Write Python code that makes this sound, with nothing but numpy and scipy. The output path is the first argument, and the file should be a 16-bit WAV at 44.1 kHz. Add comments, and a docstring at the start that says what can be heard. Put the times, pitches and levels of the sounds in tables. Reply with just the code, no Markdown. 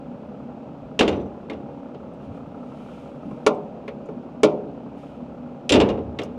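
"""A diesel engine idles across the yard throughout. At 1 s the steel hood of an excavator is slammed:
it booms, rocks on its seat and sets a loose shackle squeaking. It is lifted on its hissing strut.
From 3.3 to 4.4 s a gloved hand knocks twice on the steel rim of the open compartment, among
fainter taps. At 5.7 s the hood is slammed again; it bounces and rattles on its catch."""
import sys
import numpy as np
from scipy import signal
from scipy.fft import rfft, irfft, next_fast_len
from scipy.io import wavfile
from scipy.ndimage import uniform_filter1d, minimum_filter1d

SR = 44100
rng = np.random.default_rng(int(sys.argv[2]) if len(sys.argv) > 2 else 0)


def pcm_store(signal):
    """Save signal as 16-bit PCM."""
    levels = np.round(np.clip(np.atleast_2d(signal), -1, 1) * 32767)
    wavfile.write(sys.argv[1], SR, levels.astype(np.int16).T)


N = 281358

# exhaust lines: firing_multiple, level_db
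EXHAUST_LINES = [(2, -61), (4, -52.5), (5, -55.5), (6, -49), (7, -41.5), (8, -47), (10, -57), (14, -52.5),
                 (15, -59.5), (16, -51), (17, -58), (18, -56), (20, -58), (21, -72.5), (23, -55)]
# unequal knock of the six cylinders: level_db
CYLINDER_LEVELS_DB = [0.59, -1, 1.9, -1.2, 0.61, 2.4]
# engine drone, combustion knock, tappets, fan: freq_hz, level_db
DRONE_SPECTRUM = [(15, -62), (30, -47.5), (70, -11.5), (110, -14.5), (150, -2.5), (180, -5), (240, 1),
                  (275, -6), (305, -8), (500, -27.5), (1000, -72.5)]
COMBUSTION_SPECTRUM = [(200, -16.5), (340, -3.5), (430, 0), (600, 0.5), (720, -4.5), (900, -6.5),
                       (1120, -14.5), (1400, -17), (1750, -28), (4000, -59), (16000, -80)]
TAPPET_SPECTRUM = [(600, -22), (900, -2.5), (1120, -3.5), (1320, 3), (1480, -13.5), (1800, -23.5),
                   (4000, -53.5)]
FAN_SPECTRUM = [(800, 0), (1900, -7.5), (2550, -1), (4000, -13), (7000, -22), (9500, -31.5), (16000, -43)]

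# sleeve and glove rubs, strut hiss: peak_s, level_db, rise_s, fall_s
RUB_SWELLS = [(1.76, -75, .06, 0.045), (2.24, -66, .04, .05), (2.36, -66, 0.043, 0.048),
              (2.97, -60.5, 0.34, 0.17), (3.32, -66.5, 0.11, 0.32), (4.99, -62, .025, 0.18)]
# their noise: freq_hz, level_db
RUB_SPECTRUM = [(1200, -8), (2400, 11), (3200, 7.5), (4400, -2), (6500, -5), (10000, -12), (12500, -18),
                (16000, -34)]
# hand pushes on the steel: start_s, level_db, length_s, pitch_hz
HAND_PUSHES = [(.76, -43.5, 0.18, 120), (2.24, -38, 0.11, 100), (2.38, -40, 0.16, 138),
               (3.199, -33, 0.18, 222), (4.79, -43, 0.089, 244), (5.323, -39.5, 0.051, 230)]
# their rumble: pitch_ratio, level_db
PUSH_SPECTRUM = [(.25, -22.5), (.7, -7.5), (1, -1.5), (1.3, -2), (2.5, -40), (8, -75)]

# ring of a small steel part: pitch_ratio, level_db
STEEL_PARTIALS = [(1, 1.5), (1.21, -9.5), (1.4, -21)]
# latch ticks: start_s, level_db, pitch_hz, scrape_relative_db
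LATCH_TICKS = [(1.0798, -44, 6880, -15), (2.135, -72, 8450, -6), (3.5475, -69, 7960, 3),
               (4.058, -66.5, 6900, -2), (5.7222, -23, 7300, -12.5), (5.801, -42, 7400, -13.5),
               (6.2337, -54, 6260, 8)]
# nudges of the loose catch: start_s, level_db
CATCH_CLACKS = [(1.4984, -36.5), (3.8789, -36.5), (6.1879, -33.5)]
# steel scrape, catch body: freq_hz, level_db
SCRAPE_SPECTRUM = [(500, -52.5), (2500, -22), (5500, 8.5), (8000, -2), (10000, -6), (15000, -19.5)]
CLACK_SPECTRUM = [(1100, -29), (1750, -2), (2150, 1.5), (2900, -8.5), (4000, -16.5), (7000, -46)]

# clear panel modes: freq_hz, level_db, t60_s
RIM_CLEAR_MODES = [(152.6, -29, 0.45), (208, -23, 0.5), (245, -15.5, 0.065), (314, -11.5, 0.19),
                   (412, -20, 0.63), (423.6, 4, 0.069), (511, -13, 0.081), (557.6, -7.5, 0.097),
                   (592, -19, 0.47), (619, -10.5, 0.13), (738, -35.5, 0.93), (900, -31.5, 0.43),
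                   (1033, -32.5, 0.32), (1118, -18.5, 0.071), (1397, -21, 0.11), (1443, -25, 0.083),
                   (1766, -24.5, 0.05), (2300, -18, 0.037), (2780, -31, 0.068), (3570, -37, 0.11),
                   (5780, -36, 0.039), (9790, -39.5, 0.052)]
HOOD_CLEAR_MODES = [(197.5, -25.5, 0.84), (232.5, -29, 0.9), (311.8, -18.5, 0.56), (377, -32, 0.13),
                    (428, -10.5, 0.14), (452, -25.5, 0.8), (539.6, -25, 0.68), (590, -23, 0.61),
                    (730, -30, 0.67), (848, -34.5, 0.86), (866, -32, 0.36), (973, -40, 0.14),
                    (1140, -32.5, 0.43), (2470, -34.5, 0.13), (2720, -21.5, 0.071), (2825, -25, 0.18),
                    (3320, -45, 0.1), (3575, -28.5, 0.14), (3710, -31, 0.083)]
# crowd of overlapping modes: freq_hz, level_db
RIM_CROWD_SPECTRUM = [(30, -38.5), (60, -23), (130, -6), (280, 1.5), (600, 6), (800, 3), (1350, -2),
                      (1650, -21.5), (2300, -4.5), (3700, -10), (4400, -13.5), (6500, -16), (10000, -31),
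                      (12000, -46.5), (16000, -47)]
HOOD_CROWD_SPECTRUM = [(25, -43.5), (45, -18.5), (80, -2), (165, -12), (215, 0.5), (420, 6), (700, -1),
                       (1100, -7), (1650, -14), (2900, -2.5), (3700, -6.5), (4300, -13), (7000, -23),
                       (10000, -36.5), (12000, -50.5), (16000, -60)]
# its two-stage decay: freq_hz, first_t60_s, lingering_db, lingering_t60_s
RIM_CROWD_DECAY = [(97.5, 0.11, -11.5, 1), (383, 0.029, -5.5, 0.89), (1160, 0.077, -11, 0.29),
                   (3000, 0.065, -27, 0.34), (8000, 0.05, -34.5, 0.28)]
HOOD_CROWD_DECAY = [(100, 0.99, -4.5, 0.71), (390, 0.06, -1, 0.72), (1160, 0.15, -12, 0.63),
                    (2980, 0.048, -14.5, 0.28), (8100, 0.064, -28.5, 0.47)]

# knocks on the rim: start_s, force_db, hardness_db_per_oct, clank_db
HAND_KNOCKS = [(3.31, -33.5, -2.5, 10), (3.4646, -3.5, 1.5, 3.5), (3.879, -25.5, -0.7, 3),
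               (4.088, -24, -4.5, -1), (4.4329, 2.5, 1, -4.5)]
# hood on catch and seat: start_s, force_db, hardness_db_per_oct, clank_db, far_lag_s, far_relative_db
HOOD_IMPACTS = [(0.9914, -6.5, 2.5, -4, 0.014, -8), (1.0076, -5, 0, 3, 0.02, -5.5),
                (1.0785, -9, 0.2, 0, 0.011, -12), (1.4984, -19.5, -1, 1, 0.033, -8),
                (1.946, -26, -4, -0.5, .012, -13.5), (5.6932, -18, 6, -4.5, .011, -12),
                (5.705, -0.5, -2.5, -7, 0.009, -22), (5.7207, -2.5, 1.7, 0, .018, -2.5),
                (5.7561, -0.5, -1.56, -1, 0.0062, -11), (6.1879, -15, 0.15, -0.5, 0.029, -7.5)]
# rocking after a slam: start_s, force_db, hardness_db_per_oct, far_lag_s, far_relative_db, period_s
HOOD_ROCKING = [(1.128, -13.5, -3.5, .01, -8.5, .071), (5.801, -4, -0.45, .011, -1.5, .0875)]
# air driven out by a flat landing: start_s, level_db, half_width_s, crack_db, crack_t60_s
AIR_SLAPS = [(1.009, -2.5, 0.00043, -10, 0.026)]
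# its crack: freq_hz, level_db
CRACK_SPECTRUM = [(200, -10.5), (900, 7), (1500, 9), (2200, -4.5), (3600, 5), (5000, -7.5), (9000, -25),
                  (16000, -42)]
# flexing of the whole hood: start_s, level_db
FLEX_BOOMS = [(1.031, -28), (5.734, -18.5), (5.968, -26)]
# its slow modes: freq_hz, level_db, t60_s
FLEX_MODES = [(77.7, -4.5, 0.48), (83.7, -5, 0.87), (101.3, -1, 0.59), (136, -9.5, 0.94)]


def amp(db):
    """Decibels to gain."""
    return 10 ** (np.asarray(db) / 20)


def unit_rms(x):
    """Scales to rms 1."""
    return x / np.sqrt(np.mean(x ** 2) + 1e-20)


def lookup(points, hz, column=1):
    """Interpolates a table column along log frequency."""
    table = np.array(points, float)
    return np.interp(np.log(hz + 1), np.log(table[:, 0] + 1), table[:, column])


def add(mix, start_s, sound):
    """Mixes a sound in at start_s."""
    part = mix[max(round(start_s * SR), 0):][:len(sound)]
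    part += sound[:len(part)]


def noise(spectrum, size):
    """Shaped noise of rms 1."""
    n = next_fast_len(size)
    gain = amp(lookup(spectrum, np.fft.rfftfreq(n, 1 / SR)))
    return unit_rms(irfft(rfft(rng.standard_normal(n)) * gain, n)[:size])


def hump(t, peak_s, rise_s, fall_s):
    """Smooth rise to 1 at peak_s, smooth fall."""
    return np.exp(-((t - peak_s) / np.where(t < peak_s, rise_s, fall_s)) ** 2)


def contact_envelope(t, db, t60_s, contact_s=0.00028):
    """Quick rise as steel parts press together, then exponential decay."""
    return amp(db - 60 * t / t60_s) * (1 - np.exp(-(t / contact_s) ** 2))


def exhaust(t, firings, waver=0.43):
    """Harmonics of the firing rate, wavering in the open air."""
    knots_s = np.linspace(0, N / SR, num=50)
    out = np.zeros(N)
    for multiple, db in EXHAUST_LINES:
        offsets = rng.standard_normal(len(knots_s)) + 1j * rng.standard_normal(len(knots_s))
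        drift = 1 + waver * np.interp(t, knots_s, offsets)
        line = np.exp(2j * np.pi * (multiple * firings + rng.random()))
        out += np.sqrt(2) * amp(db) * (drift * line).real
    return out


def firing_bursts(firings, spectrum, fall_db):
    """One decaying noise burst per firing; distance softens its start."""
    cylinder_db = np.take(CYLINDER_LEVELS_DB, firings.astype(int), mode="wrap")
    envelope = uniform_filter1d(amp(cylinder_db - fall_db * (firings % 1)), size=200)
    return unit_rms(noise(spectrum, N) * envelope)


def diesel(firing_hz=34.98):
    """Idling engine: exhaust note, combustion knock, tappet ticks, low drone, fan hiss."""
    t = np.arange(N) / SR
    firings = firing_hz * t
    note = amp(-2) * exhaust(t, firings)
    knocks = amp(-44) * firing_bursts(firings, COMBUSTION_SPECTRUM, fall_db=7)
    lean_db = 5.5 * hump(t, peak_s=2.7, rise_s=0.88, fall_s=0.88)  # microphone leans towards the engine
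    tappets = amp(-61 + lean_db) * firing_bursts(firings, TAPPET_SPECTRUM, fall_db=22)
    drone = amp(-41) * noise(DRONE_SPECTRUM, N)
    fan = amp(-61) * noise(FAN_SPECTRUM, N)
    return note + knocks + tappets + drone + fan


def handling():
    """Faint rubs and strut hiss; dull rumbles where the hand presses on the steel."""
    t = np.arange(N) / SR
    envelope = sum(amp(db) * hump(t, peak_s, rise_s, fall_s) for peak_s, db, rise_s, fall_s in RUB_SWELLS)
    out = noise(RUB_SPECTRUM, N) * envelope
    for start_s, db, length_s, pitch_hz in HAND_PUSHES:
        size = int(length_s * SR)
        spectrum = [(ratio * pitch_hz, level_db) for ratio, level_db in PUSH_SPECTRUM]
        add(out, start_s, amp(db) * noise(spectrum, size) * np.hanning(size))
    return out


def small_steel(t, pitch_hz, scrape_db):
    """Thin ring of a small steel part, plus scrape."""
    ring = sum(amp(db) * np.sin(2 * np.pi * pitch_hz * ratio * t) for ratio, db in STEEL_PARTIALS)
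    return ring + amp(scrape_db) * noise(SCRAPE_SPECTRUM, len(t))


def shackle(start_s=1.1, interval_s=0.0495, squeak_s=0.035, level_db=-61, loss_db=4, turns=4):
    """The loose shackle swings and squeaks at each turn, ever fainter."""
    out, t = np.zeros(N), np.arange(0, squeak_s, 1 / SR)
    for k in range(turns):
        squeak = np.hanning(len(t)) * small_steel(t, pitch_hz=6050, scrape_db=-7)
        add(out, start_s + k * interval_s, amp(level_db - k * loss_db) * squeak)
    return out


def latch():
    """Small steel parts tick as they touch; the heavier catch gives a dry clack."""
    out, t = np.zeros(N), np.arange(SR // 4) / SR
    for start_s, db, pitch_hz, scrape_db in LATCH_TICKS:
        add(out, start_s, contact_envelope(t, db, t60_s=0.068) * small_steel(t, pitch_hz, scrape_db))
    for start_s, db in CATCH_CLACKS:
        add(out, start_s, contact_envelope(t, db, t60_s=0.093) * noise(CLACK_SPECTRUM, len(t)))
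    return out


def force_spectrum(force_db, hardness_db_per_oct, clank_db, thud_hz=400, clank_hz=1200):
    """A blow as freq_hz, level_db: hardness tilts the treble up, a hollow spot lifts the clank."""
    return [(hz, force_db + hardness_db_per_oct * np.log2(hz / thud_hz) + clank_db * (hz == clank_hz))
            for hz in (thud_hz, clank_hz, 3000, 8000)]


def build_up(t, hz, cycles):
    """Bending waves take some cycles to spread over a plate: treble first, bass later."""
    return 1 - np.exp(-t * hz / cycles)


def plate_mode(t, hz, db, t60_s, rise_cycles):
    """One plate resonance: builds up, then decays."""
    return amp(db - 60 * t / t60_s) * build_up(t, hz, rise_cycles) * np.sin(2 * np.pi * hz * t)


def strike(force, modes, spectrum, decay, rise_cycles, modes_db, crowd_db, size=40000, bands=22):
    """One blow on sheet steel: clear modes in a crowd of others that drop fast, then linger."""
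    t, bins_hz = np.arange(size) / SR, np.fft.rfftfreq(size, 1 / SR)
    clear = sum((-1) ** k * plate_mode(t, hz, db + lookup(force, hz), t60_s, rise_cycles)
                for k, (hz, db, t60_s) in enumerate(modes))
    shaped = rfft(rng.standard_normal(size)) * amp(lookup(spectrum, bins_hz) + lookup(force, bins_hz))
    centres_hz = np.geomspace(50, 15000, bands)
    crowd = np.zeros(size)
    for hz, weights in zip(centres_hz, np.eye(bands)):
        band = irfft(shaped * np.interp(bins_hz, centres_hz, weights), size)
        first_t60_s, lingering_db, lingering_t60_s = (lookup(decay, hz, column) for column in (1, 2, 3))
        envelope = amp(-60 * t / first_t60_s) + amp(lingering_db - 60 * t / lingering_t60_s)
        crowd += band * envelope * build_up(t, hz, rise_cycles)
    return amp(modes_db) * clear + amp(crowd_db) * crowd


def rim():
    """Short, hollow knocks on the stiff wall of the compartment."""
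    out = np.zeros(N)
    for start_s, *knock in HAND_KNOCKS:
        add(out, start_s, strike(force_spectrum(*knock), RIM_CLEAR_MODES, RIM_CROWD_SPECTRUM,
                                 RIM_CROWD_DECAY, rise_cycles=1.1, modes_db=0, crowd_db=-3))
    return out


def rebounds(count=3, loss_db=9.5, clank_db=1.5):
    """The rocking hood strikes its slightly hollow seat at a steady pace, weaker and duller each time."""
    for start_s, force_db, hardness_db_per_oct, lag_s, far_db, period_s in HOOD_ROCKING:
        for k in range(count):
            dulled_db_per_oct = hardness_db_per_oct - k ** 2
            yield start_s + k * period_s, force_db - k * loss_db, dulled_db_per_oct, clank_db, lag_s, far_db


def edge_contacts(dulling_db_per_oct=0.4):
    """Each blow or rebound lands twice: near edge, then the softer far edge."""
    for start_s, force_db, hardness_db_per_oct, clank_db, lag_s, far_db in [*HOOD_IMPACTS, *rebounds()]:
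        yield start_s, force_spectrum(force_db, hardness_db_per_oct, clank_db)
        dulled_db_per_oct = hardness_db_per_oct - dulling_db_per_oct
        yield start_s + lag_s, force_spectrum(force_db + far_db, dulled_db_per_oct, clank_db)


def hood():
    """The hood strikes catch and seat, drives out a pulse of air, and booms as it flexes."""
    out, t = np.zeros(N), np.arange(SR) / SR
    for start_s, force in edge_contacts():
        add(out, start_s, strike(force, HOOD_CLEAR_MODES, HOOD_CROWD_SPECTRUM, HOOD_CROWD_DECAY,
                                 rise_cycles=0.99, modes_db=-3.5, crowd_db=-1.5))
    for start_s, db, half_width_s, crack_db, crack_t60_s in AIR_SLAPS:
        widths = t / half_width_s - 4
        pulse = amp(db) * widths * np.exp((1 - widths ** 2) / 2)
        crack = contact_envelope(t, crack_db, crack_t60_s) * noise(CRACK_SPECTRUM, len(t))
        add(out, start_s, pulse + crack)
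    boom = sum(plate_mode(t, *mode, rise_cycles=5) for mode in FLEX_MODES)
    for start_s, db in FLEX_BOOMS:
        add(out, start_s, amp(db) * boom)
    return out


def scene():
    """One microphone, close to the hood."""
    return (hood() + rim() + latch() + shackle() + diesel() + handling())[None]


def record(dry, ceiling=0.82, cutoff_hz=15900):
    """Fast peak limiter, then low-pass."""
    needed_gain = np.minimum(1, ceiling / (abs(dry) + 1e-9))
    gain = uniform_filter1d(minimum_filter1d(needed_gain, size=301), size=301)
    lowpass = signal.firwin(511, cutoff_hz, window=("kaiser", 9), fs=SR)
    return signal.oaconvolve(dry * gain, lowpass[None], "same")


dry = scene()
out = record(dry)
pcm_store(out)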